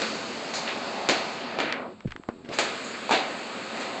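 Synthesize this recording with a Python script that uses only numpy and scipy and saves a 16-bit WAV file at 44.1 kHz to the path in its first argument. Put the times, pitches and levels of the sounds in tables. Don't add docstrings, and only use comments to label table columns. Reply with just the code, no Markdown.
import sys
import numpy as np
from scipy import signal
from scipy.fft import rfft, irfft
from scipy.io import wavfile
from scipy.ndimage import uniform_filter1d, map_coordinates

SR = 44100
rng = np.random.default_rng(int(sys.argv[2]) if len(sys.argv) > 2 else 0)


def to_wav(s):
    ch = np.atleast_2d(s).T
    pcm = np.round(np.clip(ch, -1, 1) * 32767)
    wavfile.write(sys.argv[1], SR, pcm.astype(np.int16))


N = 176400
SNAP_HZ, BAND_EDGE_HZ = 7060, 8400

# frequency in Hz, relative level in dB.
SHOE_SPECTRUM = [(30, -22.5), (90, -17), (170, -6.5), (260, 5.5), (480, 6), (690, 6), (1100, -1),
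                 (1800, 1.5), (2400, 1.5), (3200, -3.5), (4400, -1.5), (5500, -13.5), (7100, -10),
                 (8500, -27)]


def amp(db):
    return 10 ** (np.asarray(db) / 20)


def unit(x):
    return x / np.sqrt(np.mean(x ** 2) + 1e-20)


def curve(points, hz):
    f, value = np.transpose(points)
    return np.interp(np.log(hz + 1), np.log(f + 1), value)


def bell(hz, centre, octaves):
    return np.exp(-.5 * (np.log2((hz + 1) / centre) / octaves) ** 2)


def add(mix, start_s, sound):
    part = mix[max(round(start_s * SR), 0):][:len(sound)]
    part += sound[:len(part)]


def noise(colour, size):
    gain = amp(colour(np.fft.rfftfreq(size, 1 / SR)))
    return unit(irfft(rfft(rng.standard_normal(size)) * gain, size))


def crack(colour, decay_s, size=4096):
    t = np.arange(size) / SR
    gain = amp(colour(abs(np.fft.fftfreq(size, 1 / SR))))
    burst = np.fft.fft(rng.standard_normal(size) * np.exp(-t / decay_s))
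    burst /= np.sqrt(abs(burst) + 1e-12)
    minimum_phase = np.exp(np.conj(signal.hilbert(np.log(gain + 1e-5))))
    x = np.fft.ifft(burst * minimum_phase).real[:size // 2]
    return x / np.linalg.norm(x) * np.sqrt(decay_s * SR / 2)


def spectra(x):
    hz, t, frames = signal.stft(x, SR, nperseg=512, noverlap=384)
    return hz[:, None], t, frames


def waveform(frames):
    return signal.istft(frames, SR, nperseg=512, noverlap=384)[1][:N]


def stairwell_db(hz):
    # centre in Hz, width in Hz, lift in dB.
    resonances = [(231, 65, 2), (550, 18, 4.5), (673, 27, 4.5), (763, 50, 1.5), (916, 9.9, 2),
                  (1075, 25, 1.5), (1267, 25, 6.5), (1498, 11, 5.5), (1717, 14, 1), (2380, 19, 5),
                  (2560, 60, 3), (2760, 80, 1.5), (4015, 19, -2.5), (4430, 35, 1.5)]
    return sum(db / (1 + (2 * (hz - f) / width) ** 2) for f, width, db in resonances)


def step(level_db, thud_db, knock_db, knock_hz, snap_db, direct_db):
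    # frequency in Hz, seconds to fall 60 dB.
    flight_t60 = [(150, 0.37), (700, 0.46), (2500, 0.55), (7500, 0.31)]
    # frequency in Hz, seconds to fall 60 dB.
    shaft_t60 = [(150, 1.2), (700, 2.24), (2500, 1.7), (7500, .8)]

    def colour(hz):
        knock = knock_db * bell(hz, knock_hz, octaves=0.22)
        thud_and_snap = curve([(250, thud_db), (500, 0), (2200, 0), (SNAP_HZ, snap_db)], hz)
        return curve(SHOE_SPECTRUM, hz) + knock + thud_and_snap - 40 * (hz > BAND_EDGE_HZ)
    hz, t, frames = spectra(noise(lambda f: colour(f) + stairwell_db(f), size=2 * SR))
    flight = 1e-3 ** (t / curve(flight_t60, hz))
    shaft = amp(-15) * 1e-3 ** (t / curve(shaft_t60, hz))
    out = waveform(frames * np.hypot(flight, shaft))
    out *= 1 - np.exp(-np.arange(len(out)) / SR / 0.0039)
    slap = amp(8 + direct_db) * crack(colour, decay_s=0.0019)
    add(out, 0, slap)
    for delay_s in rng.uniform(.004, .03, size=4):
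        add(out, delay_s, amp(-5 - direct_db) * slap * np.exp(-delay_s / .03))
    return amp(10 + level_db) * out


def air():
    # frequency in Hz, relative level in dB.
    air_spectrum = [(15, -75), (25, -46.5), (98, -15), (131, -12), (148, -9.5), (180, -7), (224, 1),
                    (330, -3), (373, -0.5), (421, -2), (524, -2.5), (592, -2), (668, -2.5), (1200, -5),
                    (1290, -6), (1900, -8.5), (2490, -8.5), (3330, -13), (4460, -9), (5690, -24),
                    (6590, -20.5), (7440, -21), (8400, -32.5), (10900, -65), (18500, -120)]
    # time in seconds, level in dB, midrange lift in dB, treble lift in dB.
    air_levels = [(0, -31, -7, 5.5), (.3, -35, 0, 3.5), (.55, -34, 3.5, 3), (.8, -33.5, 2, 0.5),
                  (1.05, -33.5, 5, 0), (1.5, -34.5, 1, 2.5), (1.85, -34, -2.5, -7), (2.5, -34, -3, -2.5),
                  (2.95, -35, -6, -4.5), (3.35, -36, -4.5, -3), (3.65, -35.5, -6, -5), (3.85, -34, 0, -4),
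                  (4, -34.5, 2, -7)]
    rush = noise(lambda f: curve(air_spectrum, f) + stairwell_db(f) - 40 * (f > BAND_EDGE_HZ), size=N)
    hz, t, frames = spectra(rush)
    times, *columns = np.transpose(air_levels)
    level, middle, treble = (np.interp(t, times, c) for c in columns)
    drift_db = level + middle * bell(hz, 780, octaves=0.29) + treble * bell(hz, SNAP_HZ, octaves=0.44)
    flicker = uniform_filter1d(rng.standard_normal(frames.shape[::-1]), size=16, axis=0)
    patches_db = unit(uniform_filter1d(flicker, size=6, axis=1)).T
    return waveform(frames * amp(drift_db + patches_db))


def hiss():
    # frequency in Hz, relative level in dB.
    hiss_spectrum = [(30, 0), (200, 4.5), (700, 12), (1200, 8), (2500, -8.5), (4400, -5.5), (5800, -25),
                     (7600, -2), (8500, -16.5)]
    return amp(-58) * noise(lambda f: curve(hiss_spectrum, f), size=N)


def scuff(length_s, level_db, centre_hz, octaves):
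    def colour(hz):
        band_db = 20 * np.log10(bell(hz, centre_hz, octaves) + 1e-6)
        return band_db + curve(SHOE_SPECTRUM, hz) + stairwell_db(hz)
    rise_s, fall_s, grain_db = 0.014, 0.057, 2
    t = np.arange(SR) / SR
    roughness = unit(uniform_filter1d(rng.standard_normal(SR), size=200))
    grain = amp(grain_db * roughness * (t < length_s))
    envelope = np.minimum(t / rise_s, 1) * np.exp(-np.maximum(t - length_s, 0) / fall_s)
    return amp(level_db) * envelope * grain * noise(colour, size=SR)


def finger_over_port(room):
    # time in seconds, resonance in Hz, Q, leak in dB.
    gap_path = [(1.25, 11000, 0.7, -29), (1.45, 4650, 0.72, -22), (1.6, 3470, 0.72, -11),
                (1.73, 2800, 1.06, -12), (1.801, 1830, 0.96, -15), (1.871, 920, 0.84, -20),
                (1.92, 464, 0.64, -20), (1.97, 160, 0.45, -24), (2.03, 90.5, .6, -23.5),
                (2.25, 64.6, 0.38, -28), (2.33, 111, 0.72, -24), (2.43, 130, 0.72, -25),
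                (2.485, 302, 0.69, -17), (2.52, 900, 1.2, -4.5), (2.56, 12000, 0.75, 18)]
    hz, t, frames = spectra(room)
    times, gap_hz, q, leak_db = np.transpose(gap_path)
    ratio = hz / np.exp(np.interp(t, times, np.log(gap_hz)))
    gap_power = 1 / ((1 - ratio ** 2) ** 2 + (ratio / np.interp(t, times, q)) ** 2)
    leak_power = np.maximum(1 - gap_power, 0) * amp(np.interp(t, times, leak_db)) ** 2
    return waveform(frames * np.sqrt(gap_power + leak_power))


def tick(level_db, pitch_hz, decay_ms, ring_db):
    def colour(hz):
        skirt = amp(-20) * bell(hz, 2 * pitch_hz, octaves=1)
        return 20 * np.log10(bell(hz, pitch_hz, octaves=0.71) + skirt + 1e-4)
    ring_s = 0.016
    out = amp(ring_db) * noise(colour, size=4096) * np.exp(-np.arange(4096) / SR / ring_s)
    add(out, 0, crack(colour, decay_ms / 1000))
    return amp(level_db) * out / 2


def thump(centre_s, peak_db, pitch_hz, cycles=0.64):
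    t = np.arange(-SR // 20, SR // 20) / SR
    pulse = np.cos(2 * np.pi * pitch_hz * t) / np.cosh(2 * pitch_hz * t / cycles)
    return centre_s + t[0], amp(peak_db) * pulse


def rub(level_db=-37, corner_hz=90, fade_s=0.04):
    rumble = noise(lambda f: -20 * np.log10(1 + (f / corner_hz) ** 2), size=SR)
    return amp(level_db) * np.exp(-np.arange(SR) / SR / fade_s) * rumble


def creak(start_s, end_s, slips_per_s=88):
    out = np.zeros(N)
    for slip_s in np.arange(start_s, end_s, 1 / slips_per_s):
        late, strength = rng.standard_normal(2)
        add(out, *thump(slip_s + .1 * late / slips_per_s, peak_db=-39.5 + 2 * strength, pitch_hz=330))
    return out


def grip():
    # start in seconds, relative level in dB, pitch in Hz, decay in ms,
    # relative ring level in dB.
    ticks = [(1.725, -10.5, 2000, 1.2, -22), (2.006, -29.5, 1500, 1.5, -29), (2.074, -36, 1670, 1.4, -6),
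             (2.107, -32, 1800, 3, -8), (2.1204, -22.5, 1480, 2.4, -22.5), (2.1628, -21, 1320, 1.5, -29),
             (2.236, -29.5, 1120, 1.1, -27), (2.2877, -14, 820, 1.7, -16.5), (2.448, -41, 1800, 4, -7),
             (2.457, -39, 1520, 5, -10), (2.489, -32.5, 2160, 6.7, -10)]
    # centre in seconds, peak in dB, pitch in Hz.
    thumps = [(2.050, -29, 403), (2.056, -25.5, 407), (2.0581, -17, 190), (2.0638, -32, 111),
              (2.0732, -29, 112), (2.0788, -28.5, 280), (2.087, -40, 70), (2.116, -43, 100),
              (2.158, -32, 327), (2.1765, -38, 300), (2.199, -32, 280), (2.2903, -19, 260),
              (2.2991, -24.5, 413), (2.4492, -32.5, 305), (2.491, -28, 335), (2.500, -35, 220),
              (2.516, -32, 200)]
    out = np.zeros(N)
    for start_s, *row in ticks:
        add(out, start_s, tick(*row))
    for row in thumps:
        add(out, *thump(*row))
    add(out, start_s=2.06, sound=rub())
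    return out + creak(start_s=2.3175, end_s=2.43)


def scene():
    # start in seconds, relative level in dB, thud lift in dB, knock lift in dB,
    # knock pitch in Hz, snap lift in dB, direct sound lift in dB.
    steps = [(.001, -44, -5.5, -2, 700, 2.5, 0), (.0182, -40.5, 1, -4, 700, 3.5, 5),
             (0.538, -47.5, -1, -6.5, 696, 2, 4), (1.0885, -30.5, 6, 1, 524, 8, 2.5),
             (1.0968, -35, -2, 4.5, 525, 0, 6.5), (1.5875, -36, -0.5, 0.5, 700, 2.5, 2),
             (1.6025, -36, 5, 4, 477, 3, 5), (2.5873, -32, -4, -2.5, 480, 1.5, 2),
             (3.093, -37, -14, 12, 970, -7, 3), (3.1098, -28.5, -0.5, 8, 800, -5.5, -0.5),
             (3.130, -36.5, -1, 2, 680, -5.5, -15), (3.81, -44.5, -6, -8, 750, -3, -1)]
    # start and length in seconds, level in dB, centre in Hz, width in octaves.
    scuffs = [(0.014, 0.017, -37.5, 4100, .2), (3.114, .035, -29, 3730, 0.39),
              (0.536, 0.04, -37, 4550, 0.27), (0.533, 0.031, -36, 7250, 0.45),
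              (0.54, 0.036, -43, 2220, 1.4), (0.659, .04, -32, 2300, 0.92), (1.64, 0.087, -39, 2030, 0.46),
              (2.511, 0.041, -45.5, 4100, 1.3), (2.831, 0.018, -49, 7100, 0.15),
              (3.74, 0.067, -38, 786, 2.6)]
    room = air()
    for start_s, *row in steps:
        add(room, start_s, step(*row))
    for start_s, *row in scuffs:
        add(room, start_s, scuff(*row))
    return np.tile(finger_over_port(room) + hiss() + grip(), (2, 1))


def record(dry):
    headroom = .55
    clipped = dry / (1 + (dry / headroom) ** 6) ** (1 / 6)
    low_pass = signal.firwin(151, BAND_EDGE_HZ, window=("kaiser", 8), fs=SR)
    return signal.oaconvolve(clipped, low_pass[None], "same")


dry = scene()
out = record(dry)
to_wav(out)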